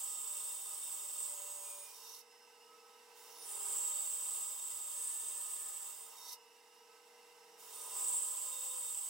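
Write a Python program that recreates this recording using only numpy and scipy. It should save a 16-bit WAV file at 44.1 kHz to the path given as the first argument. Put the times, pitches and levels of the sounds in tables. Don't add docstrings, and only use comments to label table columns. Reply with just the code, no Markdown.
import sys
import numpy as np
from scipy import signal
from scipy.fft import rfft, irfft, next_fast_len
from scipy.io import wavfile

SR = 44100
rng = np.random.default_rng(int(sys.argv[2]) if len(sys.argv) > 2 else 0)


def transcribe(u):
    v = np.clip(np.atleast_2d(u).T, -1, 1)
    q = np.round(v * 32767).astype(np.int16)
    wavfile.write(sys.argv[1], SR, q)


N = 400869
TIME = np.arange(N) / SR
PATTERN_HZ = 398

# (t/s, feed/dB)
FEED = [
    [(0.0, -41), (0.01, -43), (0.77, -47.5), (0.83, -44.5), (1.07, -47), (1.21, -43), (1.41, -49.5),
     (1.43, -49.5), (1.69, -49), (1.86, -59), (2.17, -70), (2.19, -69)],
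    [(3.17, -76), (3.41, -72), (3.49, -50), (3.68, -41.5), (3.8, -38.5), (4.44, -43), (4.52, -45),
     (4.88, -44.5), (5.03, -41), (5.88, -48.5), (6.16, -64.5), (6.33, -60.5)],
    [(7.6, -67), (7.644, -69), (7.736, -57.5), (7.932, -48.5), (7.972, -42.5), (8.168, -35.5),
     (8.172, -37.5), (8.358, -42.5), (8.38, -41), (8.578, -46), (8.586, -43.5), (9.09, -43)],
]


def from_db(db):
    return 10 ** (np.asarray(db) / 20)


def rms_one(x):
    return x / np.sqrt(np.mean(x ** 2) + 1e-20)


def at_hz(points, hz):
    f, value = np.transpose(points)
    return np.interp(np.log(hz), np.log(f), value)


def in_time(rows):
    s, *columns = np.transpose(rows)
    return [np.interp(TIME, s, c) for c in columns]


def spell(start, end, ramp):
    return np.clip(1 + np.minimum(TIME - start, end - TIME) / ramp, 0, 1)


def swell(start, end):
    ramp = .077
    return spell(start + ramp, end - ramp, ramp)


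def drift(rate):
    step = 16
    r = np.exp(-2 * np.pi * step * rate / SR)
    chance = rng.standard_normal(N // step + 3002)
    slow = signal.lfilter([1], [1, -2 * r, r * r], chance)[3000:]
    return np.interp(np.arange(N) / step, np.arange(len(slow)), rms_one(slow))


def shape(x, gain_at):
    size = next_fast_len(N + 4096, real=True)
    hz = np.maximum(np.arange(size // 2 + 1) * SR / size, 1)
    return irfft(rfft(x, size) * gain_at(hz), size)[..., :N]


def high_pass(x, hz):
    return signal.sosfilt(signal.butter(2, hz, "high", fs=SR, output="sos"), x)


def colour(x, spectrum):
    return rms_one(shape(x, lambda hz: from_db(at_hz(spectrum, hz))))


def resonate(x, modes, tilt_db=0):
    out, power = 0, 0
    for k, (hz, width, db) in enumerate(modes):
        r = np.exp(-np.pi * width / SR)
        gain = from_db(db + tilt_db * (k / len(modes) - .5))
        feedforward = np.array([1, 0, -1]) * (1 - r * r) / 2
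        feedback = [1, -2 * r * np.cos(2 * np.pi * hz / SR), r * r]
        out = out + (-1) ** k * gain * signal.lfilter(feedforward, feedback, x)
        power = power + gain ** 2 * width
    return rms_one(out / np.sqrt(power))


def tone(hz, wander_hz, flutter_db):
    phase = 2 * np.pi * np.cumsum(hz + wander_hz * drift(6.09)) / SR
    level = np.sqrt(2) * from_db(flutter_db * drift(3.05))
    return level * np.array([np.sin(phase), np.cos(phase) * rng.choice([-1, 1])])


def feeding():
    catch_s, steady_feed_db = .03, -44
    in_wood = sum(spell(rows[0][0], rows[-1][0], catch_s) for rows in FEED)
    return in_wood, in_time(np.concatenate(FEED))[0] - steady_feed_db


def time_in_slice():
    return TIME - np.max([rows[0][0] * (TIME >= rows[0][0]) for rows in FEED], axis=0)


def shaking():
    # (peak t/s, rise/dB)
    surges = [(3.7, 9.5), (7.98, 8.5)]
    settled_db, build_s, settle_s = -2.5, 1.0, 0.25
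    shake_db = settled_db
    for peak, rise_db in surges:
        distance = np.maximum((peak - TIME) / build_s, (TIME - peak) / settle_s)
        shake_db = shake_db + rise_db * np.exp(-distance)
    return shake_db


def motor(shake_db):
    # (f/Hz, level/dB)
    hum_tones = [(120, -114), (176, -104), (212, -100), (239, -95), (320, -89.5), (360, -99.5),
                 (646, -86.5), (802, -80.5), (843, -86.5), (883, -82), (959, -79.5), (1005, -83.5)]
    # (f/Hz, density/dB)
    rumble_colour = [(15, -2), (50, -2), (100, -11), (150, -2), (300, -21)]
    rumble_db, gain_per_shake = -115, 0.88
    hum = sum(from_db(db) * tone(hz, wander_hz=0.91, flutter_db=3.0) for hz, db in hum_tones)
    rumble = from_db(rumble_db) * colour(rng.standard_normal((2, N)), rumble_colour)
    return from_db(gain_per_shake * shake_db) * (hum + rumble)


def wheels(in_wood, feed_db, shake_db):
    wheel_hz, drone_hz = 440.4, 480.3
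    pattern_db, wheel_db, drone_db = -80, -77, -72
    pattern_per_feed, pattern_per_shake = 0.26, 1.2
    wheel_per_shake, drone_per_shake = 1, 1
    drone_damping = 7.7
    pattern = in_wood * from_db(pattern_db + pattern_per_feed * feed_db + pattern_per_shake * shake_db)
    wheel = from_db(wheel_db + wheel_per_shake * shake_db)
    free_drone = from_db(drone_db + drone_per_shake * shake_db)
    drone = free_drone / (1 + drone_damping * in_wood * from_db(feed_db))
    tones = [(PATTERN_HZ, pattern), (wheel_hz, wheel), (drone_hz, drone)]
    return sum(level * tone(hz, wander_hz=.6, flutter_db=.7) for hz, level in tones)


def whine(hz):
    shiver = 0.83 + .5 * drift(hz / 70)
    return tone(hz, wander_hz=hz * 0.001205, flutter_db=2.5) * shiver


def guides(in_wood, feed_db):
    # (f/Hz, level/dB)
    lines = [(457, -78.5), (764, -83.5), (1287, -81.5), (1324, -90.5), (1540, -83.5), (2040, -79.5),
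             (2089, -92), (2638, -82), (2756, -79), (2880, -79), (2998, -85.5), (3752, -84.5), (5179, -77),
             (5259, -81), (5792, -81.5), (9600, -88)]
    damping = 0.67
    free_whine = sum(from_db(db) * whine(hz) for hz, db in lines)
    return free_whine / (1 + damping * in_wood * from_db(feed_db))


def machine():
    (in_wood, feed_db), shake_db = feeding(), shaking()
    return wheels(in_wood, feed_db, shake_db) + motor(shake_db) + guides(in_wood, feed_db)


def running_band():
    # (f/Hz, density/dB)
    swish_colour = [(90, -56), (140, -39), (200, -21), (400, -16.5), (560, -13), (740, -10), (980, 0.5),
                    (1130, -10.5), (1750, -13), (2750, -14.5), (4300, -17), (5400, -11.5), (6300, -17.5),
                    (7700, -13), (9500, -19), (10100, -19), (12500, -20.5), (15500, -23.5)]
    swish_db, gain_per_shake = -68, 0.8
    level = from_db(swish_db + gain_per_shake * shaking() + .5 * drift(18))
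    return level * colour(rng.standard_normal((2, N)), swish_colour)


def sing(hz, width, level):
    out, on = np.zeros((2, N)), level > 0
    sway = 1.01 + 0.36 * (drift(width) + 1j * drift(width))[on]
    phase = 2 * np.pi * np.cumsum(hz + 0.405 * width * drift(width)[on]) / SR
    wave = np.sqrt(2) * level[on] * sway * np.exp(1j * phase)
    out[:, on] = [wave.real, wave.imag * rng.choice([-1, 1])]
    return out


def chattering():
    # (start t/s, end t/s, level/dB)
    spells = [(1.2, 1.85, -69), (1.838, 2.215, -69), (6.081, 6.447, -65.5), (7.8, 8.25, -64.5)]
    return sum(sing(966, 120, from_db(db) * swell(start, end)) for start, end, db in spells)


def singing():
    # (start t/s, end t/s, f/Hz, level/dB)
    songs = [(0, .4, 1248, -70), (0, 1.32, 3635, -69), (0, 1.35, 5510, -68), (1.13, 1.89, 580.5, -68),
             (1.28, 1.886, 6650, -62.5), (1.34, 1.793, 8300, -63), (1.6, 1.987, 2444, -72),
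             (1.72, 1.92, 9370, -58.5), (2.656, 2.993, 1289, -68.5), (3.325, 3.602, 10230, -62.5),
             (3.378, 3.807, 9200, -52), (3.448, 4.1, 1246, -69), (3.6, 4.25, 510, -78),
             (3.701, 4.4, 580, -75), (3.757, 5.403, 3670, -71.5), (4.9, 5.4, 6500, -63.5),
             (4.895, 5.918, 1775, -76.5), (5.399, 5.947, 1247, -73), (5.93, 6.12, 8680, -56),
             (6.117, 6.382, 3730, -66), (6.747, 7.107, 1287, -73.5), (7.7, 8.2, 1248, -68),
             (7.7, 8.25, 9160, -56.5), (7.7, 8.95, 510, -72.5), (7.801, 8.91, 1018, -66.5),
             (8.45, 8.962, 3675, -64)]
    width_share = 0.0056
    return sum(sing(hz, width_share * hz, from_db(db) * swell(start, end)) for start, end, hz, db in songs)


def rubbing():
    # (start t/s, peak t/s, end t/s, peak level/dB, swell/dB)
    rubs = [(1.856, 2.11, 2.21, -56, 10), (3.167, 3.423, 3.5, -59.5, 14), (6.1, 6.328, 6.335, -49, 21.5),
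            (7.598, 7.85, 8.1, -63.5, 6)]
    # (f/Hz, width/Hz, level/dB)
    rub_modes = [(3670, 120, -1.5), (4470, 750, -6), (5220, 190, 1), (5550, 110, 7.5), (6070, 320, 2),
                 (7400, 220, -20), (9400, 92, 1), (11270, 360, -3), (13300, 140, 0.5)]
    friction = rng.standard_normal((2, N)) * from_db(2.1 * drift(90))
    rasp = high_pass(resonate(friction, rub_modes), 800)
    level = 0
    for start, peak, end, db, swell_db in rubs:
        away = np.abs(TIME - peak) / (peak - start)
        level = level + spell(start, end, ramp=0.012) * from_db(db - swell_db * away)
    return rasp * level


def bites(turns, spread_db, pulsing, crumble, count=5):
    tooth = np.floor(count * turns + .25 * drift(300))
    strength = from_db(spread_db * np.clip(rng.standard_normal(N), -2, 2))
    strikes = (np.diff(tooth, prepend=0) > 0) * strength
    force = rms_one(strikes * rng.standard_normal((2, N))) + crumble * rng.standard_normal((2, N))
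    return force * (1 + pulsing * np.sin(2 * np.pi * turns))


def ringing(turns, feed_db):
    # (f/Hz, width/Hz, level/dB)
    band_modes = [(7340, 87, -8), (7623, 108, -3), (7840, 73, -2), (8000, 116, -2), (8150, 54, -6),
                  (8195, 100, -1), (8360, 58, 0.5), (8530, 81, -3.5), (9020, 126, -5), (9210, 75, -14)]
    ring_db = -45.5
    tilt_db, tilt_per_feed, tilt_wander_db = -3, -0.14, 5.5
    lean_db = tilt_db + tilt_per_feed * feed_db + tilt_wander_db * drift(1.2)
    band = resonate(bites(turns, spread_db=2, pulsing=.28, crumble=.68), band_modes, lean_db)
    return from_db(ring_db + feed_db) * band


def chipping(turns, feed_db):
    # (f/Hz, density/dB)
    chip_colour = [(1500, -56), (2500, -9.5), (3200, -0.5), (4000, -10), (4800, -3), (6000, -4.5),
                   (7000, 5), (8300, -1.5), (9600, 5), (11000, -2), (12500, 0.5), (14500, 2.5), (15600, 6)]
    chips_db, gain_per_feed = -47.5, 0.38
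    muffle_db_per_s = 0.65
    chips = colour(bites(turns, spread_db=-2.5, pulsing=0.25, crumble=2.3), chip_colour)
    return from_db(chips_db + gain_per_feed * feed_db - muffle_db_per_s * time_in_slice()) * chips


def knocking(turns, feed_db):
    # (f/Hz, width/Hz, level/dB)
    block_modes = [(455.4, 31, -7.5), (586, 21.3, -0.5), (783, 5.1, 6.5), (939, 51, -0.5), (1044, 56, 0.5),
                   (1251.4, 15.6, 4.5), (2034, 37, -8.5), (2238, 20, -4.5), (2752, 25, 2), (3134, 67, -4),
                   (3674, 26, 4), (5020, 65, -0.5), (5825, 40, 1)]
    # (f/Hz, density/dB)
    thud_colour = [(60, -52), (140, -40), (200, -18), (350, -20.5), (550, -21.5), (700, -9), (1000, 3),
                   (1500, -5), (2300, -10.5), (3200, -12), (5000, -24.5), (9000, -47)]
    knock_db, thud_db = -61.5, -67.5
    gain_per_feed, gain_per_shake = 0.28, 0.3
    block = resonate(bites(turns, spread_db=0.5, pulsing=0.17, crumble=0.6), block_modes)
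    thud = colour(bites(turns, spread_db=4.0, pulsing=0.18, crumble=1.0), thud_colour)
    force = from_db(gain_per_feed * feed_db + gain_per_shake * shaking())
    return force * (from_db(knock_db) * block + from_db(thud_db) * thud)


def cutting():
    in_wood, feed_db = feeding()
    turns = np.cumsum(PATTERN_HZ + 1.2 * drift(2)) / SR
    load = in_wood * from_db(.5 * drift(4.6))
    steel = ringing(turns, feed_db) + chipping(turns, feed_db)
    return load * steel, load * knocking(turns, feed_db)


def stereo(layers):
    # (f/Hz, likeness 0-1)
    likeness = [(40, .6), (130, .98), (300, .96), (640, .93), (1400, .88), (3000, .8), (8000, .9),
                (15000, .88)]
    # (f/Hz, difference/dB)
    balance = [(200, 0.5), (400, -1.5), (700, 0), (1300, -3), (2400, -2.5), (4400, -5), (8100, -3),
               (15000, -3.5)]
    left_lag_s = .000007
    left = np.array([[1], [0]])

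    def width(hz):
        alike = np.clip(at_hz(likeness, hz), 0, .999)
        return np.sqrt((1 - alike) / (1 + alike))

    def ears(hz):
        level = from_db(at_hz(balance, hz) * (left - .5))
        return level * np.exp(-2j * np.pi * hz * left * left_lag_s)

    direct, reflected = layers
    pair = direct + shape(reflected, width) * [[1], [-1]]
    return shape(pair, ears)


def workshop(x, t60, wet_db, count=60):
    delays = rng.uniform(.001, .06, (2, count))
    echoes = np.zeros((2, SR // 10))
    for side, delay in enumerate(delays):
        echoes[side, (delay * SR).astype(int)] = rng.choice([-1, 1], count) * from_db(-60 * delay / t60)
    echoes /= np.linalg.norm(echoes, axis=1, keepdims=True)
    return x + from_db(wet_db) * signal.fftconvolve(high_pass(x, 1500), echoes, axes=1)[:, :N]


def scene():
    steel, wood = cutting()
    bright = stereo(steel + rubbing() + running_band())
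    songs = high_pass(singing() + chattering(), 300)
    return workshop(bright, t60=.1, wet_db=-2.0) + stereo(wood + songs + machine())


def record(dry):
    cutoff_hz = 15850
    return shape(dry, lambda hz: 1 / np.sqrt(1 + (hz / cutoff_hz) ** 400))


dry = scene()
out = record(dry)
transcribe(out)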